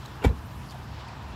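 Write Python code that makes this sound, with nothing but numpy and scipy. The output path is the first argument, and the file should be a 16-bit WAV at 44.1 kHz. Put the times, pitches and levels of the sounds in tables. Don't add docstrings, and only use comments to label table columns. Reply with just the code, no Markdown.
import sys
import numpy as np
from scipy import signal
from scipy.fft import rfft, irfft
from scipy.io import wavfile

SR = 44100
rng = np.random.default_rng(int(sys.argv[2]) if len(sys.argv) > 2 else 0)


def gain_from_decibels(decibels):
    exponent = np.asarray(decibels, float) / 20
    return 10 ** exponent


def generate_wav(sig):
    pcm = np.round(np.clip(np.atleast_2d(sig).T, -1, 1) * 32767).astype(np.int16)
    wavfile.write(sys.argv[1], SR, pcm)


N = 59535
TIME = np.arange(N) / SR


def rms_one(x):
    return x / np.sqrt(np.mean(x ** 2) + 1e-20)


def in_time(rows):
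    return np.interp(TIME, *np.transpose(rows))


def drift(rate):
    stride = 40
    r = np.exp(-2 * np.pi * stride * rate / SR)
    white = rng.standard_normal(N // stride + 2002)
    slow = rms_one(signal.lfilter([1], [1, -2 * r, r * r], white)[2000:])
    return np.interp(np.arange(N) / stride, np.arange(len(slow)), slow)


def coloured(spectrum, patchy_db):
    hz, db = np.transpose(spectrum)
    f = np.maximum(np.fft.rfftfreq(N, 1 / SR), 1)
    gain = gain_from_decibels(np.interp(np.log(f), np.log(hz), db, -90, -90))
    whole = rfft(rng.standard_normal(N)) * gain
    place = 3 * np.log2(f / 20)
    together = drift(2.0)
    first, last = int(3 * np.log2(hz[0] / 20)), int(3 * np.log2(hz[-1] / 20)) + 1
    out = np.zeros(N)
    for k in range(first, last + 1):
        band = irfft(whole * np.clip(1 - abs(place - k), 0, 1), N)
        out += band * gain_from_decibels(patchy_db * (.5 * together + drift(11.0)))
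    return rms_one(out)


def resonance(x, hz, width_hz):
    r = np.exp(-np.pi * width_hz / SR)
    poles = [1, -2 * r * np.cos(2 * np.pi * hz / SR), r * r]
    return signal.lfilter([(1 - r * r) / 2, 0, (r * r - 1) / 2], poles, x)


def noise_band(white, hz, width_hz, second_width_hz):
    return rms_one(resonance(resonance(white, hz, width_hz), hz, second_width_hz))


def strike(modes, hits, rise_s):
    out = np.zeros(N)
    for s, push in hits:
        t = np.maximum(TIME - s, 0)
        rise = 1 - np.exp(-t / rise_s)
        for hz, db, t60 in modes:
            out += push * gain_from_decibels(db - 60 * t / t60) * np.sin(2 * np.pi * hz * t) * rise
    return out


def rings(rows):
    return sum(strike([(hz, db, t60)], [(s, 1)], 1.35 / hz) for s, hz, db, t60 in rows)


def window(s, length):
    t = TIME - s
    release_s = 0.0016 + 0.18 * length
    return np.clip(t / 0.0007, 0, 1) * np.exp(-np.maximum(t - length, 0) / release_s)


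def cabin_boom():
    # f/Hz, level/dB, t60/s
    cabin_modes = [(63.2, -5, .077), (98.2, 9.6, .0365), (151.5, -16.7, .08), (200.8, -12.6, .06)]
    # t/s, push (+ in, - out)
    seats = [
        (.2529, -.552),
        (.2606, .715),
        (.2664, -1.19),
        (.2752, .785),
        (.3008, -.554),
        (.3145, -.15),
    ]
    return strike(cabin_modes, seats, rise_s=.0255)


def skin_knock():
    # f/Hz, level/dB, t60/s
    skin_modes = [(284, -14.1, .072), (441.6, .2, .0142), (669, -7.5, .014), (766, -13.7, .0234),
                  (993, -16.7, .02)]
    # t/s, signed strength
    knocks = [
        (.2459, -.41),
        (.2467, 1.17),
        (.2549, .21),
        (.2995, .08),
    ]
    return strike(skin_modes, knocks, rise_s=.0022)


def air_crack():
    # f/Hz, level/dB per Hz
    crack_spectrum = [(1500, -22), (2300, -7), (3200, -11), (4600, -8), (5800, -11), (7500, -12.5),
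                      (11000, -12.5), (15000, -14)]
    start_s, rise_s, hold_s, t60_s = .243, .004, .0105, .035
    t = TIME - start_s
    swell = np.exp(np.minimum(t, 0) / rise_s)
    decay = gain_from_decibels(-60 * np.maximum(t - hold_s, 0) / t60_s)
    grain_db = 2.5 * drift(150)
    return gain_from_decibels(-43 + grain_db) * np.where(t < 0, swell, decay) * coloured(crack_spectrum, 0)


def latch():
    # f/Hz, level/dB, t60/s
    latch_modes = [(830, -10, .02), (1050, -11, .03), (1210, -11, .025), (1425, -4, .02), (1720, -6, .02),
                   (1970, -6, .02), (2090, -10, .02), (2295, -8, .028), (2770, -9, .018), (3175, -10, .02),
                   (3490, -11, .02), (4030, -15, .015), (5300, -20, .012), (7500, -17, .01)]
    # start t/s, length/s, level/dB
    rattles = [
        (0.222, 0.015, -62),
        (0.246, 0.011, -46),
        (0.261, 0.016, -54.5),
        (0.273, 0.02, -53),
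        (0.289, .02, -59),
    ]
    # t/s, level/dB
    contacts = [(.2262, -38), (0.2295, -38), (.234, -42), (0.2397, -36.5), (0.2422, -29.5), (0.2458, -30),
                (0.2496, -27), (0.2534, -30), (0.2566, -31.5), (0.2616, -34.5), (0.2671, -45),
                (0.2736, -38), (.281, -39), (0.2903, -45)]
    rattles_per_s, rattle_spread_db, contact_spread_db = 3100, -9, 0.5
    run = sum(gain_from_decibels(db) * (TIME > s) * (TIME < s + length) for s, length, db in rattles)
    born = rng.random(N) < rattles_per_s / SR
    size = gain_from_decibels(rattle_spread_db * np.minimum(rng.exponential(1, N), 3))
    contact_s, contact_db = np.transpose(contacts)
    contact_at = (contact_s * SR).astype(int)
    out = np.zeros(N)
    for hz, db, t60 in latch_modes:
        clicks = run * born * size
        clicks[contact_at] += gain_from_decibels(contact_db + contact_spread_db * rng.standard_normal(len(contact_s)))
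        clicks = clicks * rng.choice([-1, 1], N) + 1e-18
        r, w = gain_from_decibels(-60 / (t60 * SR)), 2 * np.pi * hz / SR
        out += gain_from_decibels(db) * signal.lfilter([0, np.sin(w)], [1, -2 * r * np.cos(w), r * r], clicks)
    return out


def seal_brush():
    band = noise_band(rng.standard_normal(N), 398, 580, 550)
    return gain_from_decibels(-37.5) * window(.227, 0.014) * band


def shudder():
    # f/Hz, width/Hz, level/dB, t60/s
    panels = [(85, 35, -39, 0.96), (150, 47, -39, 0.93), (210, 79, -32.5, 0.36), (453, 140, -35, 0.206),
              (820, 250, -31, .13), (1300, 1700, -43, 0.12), (2530, 1700, -43, 0.083),
              (5000, 3000, -51, 0.2), (11000, 1900, -53, 0.12)]
    t = np.maximum(TIME - .252, 0)
    white = rng.standard_normal((2, N))
    out = np.zeros(N)
    for k, (hz, width, db, t60) in enumerate(panels):
        rise = 1 - np.exp(-(t * hz / 1.9) ** 2)
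        out += gain_from_decibels(db - 60 * t / t60) * rise * noise_band(white[k % 2], hz, width, width)
    return out


def door():
    return cabin_boom() + skin_knock() + air_crack() + latch() + seal_brush() + shudder()


def striker():
    # t/s, f/Hz, level/dB, t60/s
    bite = [(.2452, 1450, -24, 0.032), (.2465, 1140, -32, 0.034), (.246, 1970, -32.5, .045),
            (.2415, 2300, -26, 0.083), (0.22, 2770, -37.5, .04), (.246, 3176, -38, 0.061),
            (.2465, 3487, -36.5, .04), (.2455, 3735, -36, .04), (.247, 4030, -41.5, 0.031),
            (.245, 4640, -43, 0.026), (.248, 5380, -40.5, 0.027), (.2415, 7600, -47, 0.028),
            (.2415, 7100, -39, 0.032)]
    return rings(bite)


def settling():
    # t/s, f/Hz, level/dB, t60/s
    settling_rings = [
        (.271, 6930, -45.5, 0.024),
        (0.25, 207.5, -36, 0.08),
        (0.3, 450, -38, .06),
        (.292, 470, -31, 0.096),
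        (.311, 409, -33.5, 0.08),
        (.2268, 430, -24, 0.02),
        (0.22, 420, -26, 0.018),
    ]
    return rings(settling_rings)


def echoes(x):
    # delay t/s, level/dB
    returns = [
        (.013, -33),
        (0.024, -17.5),
        (0.042, -24),
        (.067, -35),
    ]
    band = resonance(x, 890, 2300)
    return sum(gain_from_decibels(db) * np.interp(TIME - s, TIME, band, 0) for s, db in returns)


def trim_clicks():
    # t/s, f/Hz, level/dB, t60/s
    trim = [(.0542, 4100, -40, .005), (.0588, 3950, -36, .016), (.0615, 3000, -42, .01),
            (.2925, 3970, -46, .04), (.6888, 4600, -33, .004), (.6972, 4750, -30, .004),
            (.7008, 4600, -33, .004), (.7088, 4500, -30, .004), (.7088, 6800, -38, .003),
            (.7112, 4800, -36, .004), (.7145, 4800, -38, .005)]
    return rings(trim)


def ticks():
    # t/s, length/s, f/Hz, width/Hz, level/dB
    touches = [(0.0566, 0.0052, 6350, 3040, -51.5), (0.05, 0.015, 13150, 4000, -63),
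               (0.454, .02, 13000, 3000, -64), (.558, 0.0044, 13000, 4000, -60),
               (0.699, 0.026, 8650, 10000, -61.5), (0.708, .018, 5500, 3500, -57.5),
               (0.718, 0.0092, 3300, 1500, -51), (.744, 0.0043, 12000, 6000, -65),
               (1.081, 0.006, 8000, 8000, -62), (1.084, 0.0093, 2450, 400, -55),
               (.742, 0.014, 714, 150, -46), (1.082, 0.013, 4620, 600, -56.5),
               (1.227, 0.0037, 12000, 6000, -65), (1.282, .008, 11000, 5000, -68.5)]
    white = rng.standard_normal(N)
    return sum(gain_from_decibels(db) * window(s, length) * noise_band(white, hz, width, width)
               for s, length, hz, width, db in touches)


def snaps():
    # t/s, level/dB
    scuff = [
        (0.69, -54),
        (.7026, -53),
        (.709, -48),
        (.7112, -49),
        (.7172, -50),
        (.7232, -52),
        (.7275, -52),
        (.745, -46),
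        (.7478, -54),
    ]
    high_pass = signal.butter(2, 3500, "high", fs=SR, output="sos")
    bright = rms_one(signal.sosfilt(high_pass, rng.standard_normal(N)))
    t60_s = .003
    return bright * sum(gain_from_decibels(db - 60 * np.maximum(TIME - s, 0) / t60_s) * (TIME >= s) for s, db in scuff)


def wavering_tone(hz):
    return np.sqrt(2) * np.sin(2 * np.pi * np.cumsum(hz) / SR)


def idling_engine():
    # t/s, level/dB
    throb = [(0, -41.5), (.05, -54), (.09, -52), (.17, -83), (.4, -34.5), (.47, -52), (.515, -67),
             (.57, -39), (.62, -42), (.68, -73), (.79, -42.5), (.85, -49), (.97, -40.5), (1.03, -46),
             (1.1, -70), (1.2, -50.5), (1.29, -41), (1.35, -43)]
    return gain_from_decibels(in_time(throb)) * wavering_tone(70.5 + 6.3 * drift(17.0))


def engine_drones():
    # f/Hz, width/Hz, level/dB
    engines = [
        (105.8, 4.15, -50.5),
        (130.6, 5.06, -50.5),
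        (215, 6.77, -60),
    ]
    return sum(gain_from_decibels(db + 3.0 * drift(5.6)) * wavering_tone(hz + width * 0.316 * drift(4.9))
               for hz, width, db in engines)


def passing_cars():
    # f/Hz, level/dB per Hz
    tyre_spectrum = [(210, -36), (350, -3), (399, -4.5), (514, -7), (937, 0.5), (1540, -8), (1730, -9),
                     (2200, -18.5), (2860, -20), (4840, -120)]
    # t/s, level/dB
    tyre_swell = [(0, -48), (.2, -45), (.35, -47.5), (.6, -48), (.85, -47.5), (1.05, -46), (1.35, -46)]
    # f/Hz, level/dB per Hz
    swish_spectrum = [(1500, -0.5), (2100, 0), (3000, 1), (4200, -2), (5500, -5), (6200, -13), (7800, -14),
                      (8600, -27)]
    # t/s, level/dB
    swish_swell = [(0, -54), (.1, -53.5), (.22, -56.5), (.35, -57.5), (.6, -56), (.85, -55), (1.0, -52),
                   (1.15, -54), (1.35, -51.5)]
    roar = gain_from_decibels(in_time(tyre_swell)) * coloured(tyre_spectrum, patchy_db=0.64)
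    swish = gain_from_decibels(in_time(swish_swell)) * coloured(swish_spectrum, patchy_db=1.5)
    return roar + swish


def rumble():
    # f/Hz, level/dB per Hz
    rumble_spectrum = [(15, -66), (25, -23.5), (70, -2.5), (139, -6.5), (158, -9.5), (216, -11.5),
                       (284, -16), (318, -15), (500, -54), (650, -66), (1100, -120)]
    return gain_from_decibels(-43.5) * coloured(rumble_spectrum, patchy_db=0.56)


def hiss():
    # f/Hz, level/dB per Hz
    hiss_spectrum = [(3530, -51), (6000, 0), (8500, -3.5), (9920, -3), (12900, -3), (15800, -6)]
    # t/s, level/dB
    hiss_swell = [(0, -63), (.3, -64), (.6, -63.5), (.8, -65), (1.1, -69), (1.35, -69)]
    return gain_from_decibels(in_time(hiss_swell)) * coloured(hiss_spectrum, patchy_db=1.65)


def scene():
    slam = door()
    car = slam + echoes(slam) + striker() + settling()
    handling = trim_clicks() + ticks() + snaps()
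    traffic = idling_engine() + engine_drones() + passing_cars() + rumble()
    return (car + handling + traffic + hiss())[None]


def band_limit(x):
    return signal.sosfilt(signal.butter(12, 16120, fs=SR, output="sos"), x)


def record(dry):
    low_cut = signal.butter(1, 12, "high", fs=SR, output="sos")
    top_cut = signal.butter(4, 15400, fs=SR, output="sos")
    mix = signal.sosfilt(top_cut, signal.sosfilt(low_cut, dry))
    return band_limit(mix)


dry = scene()
out = record(dry)
generate_wav(out)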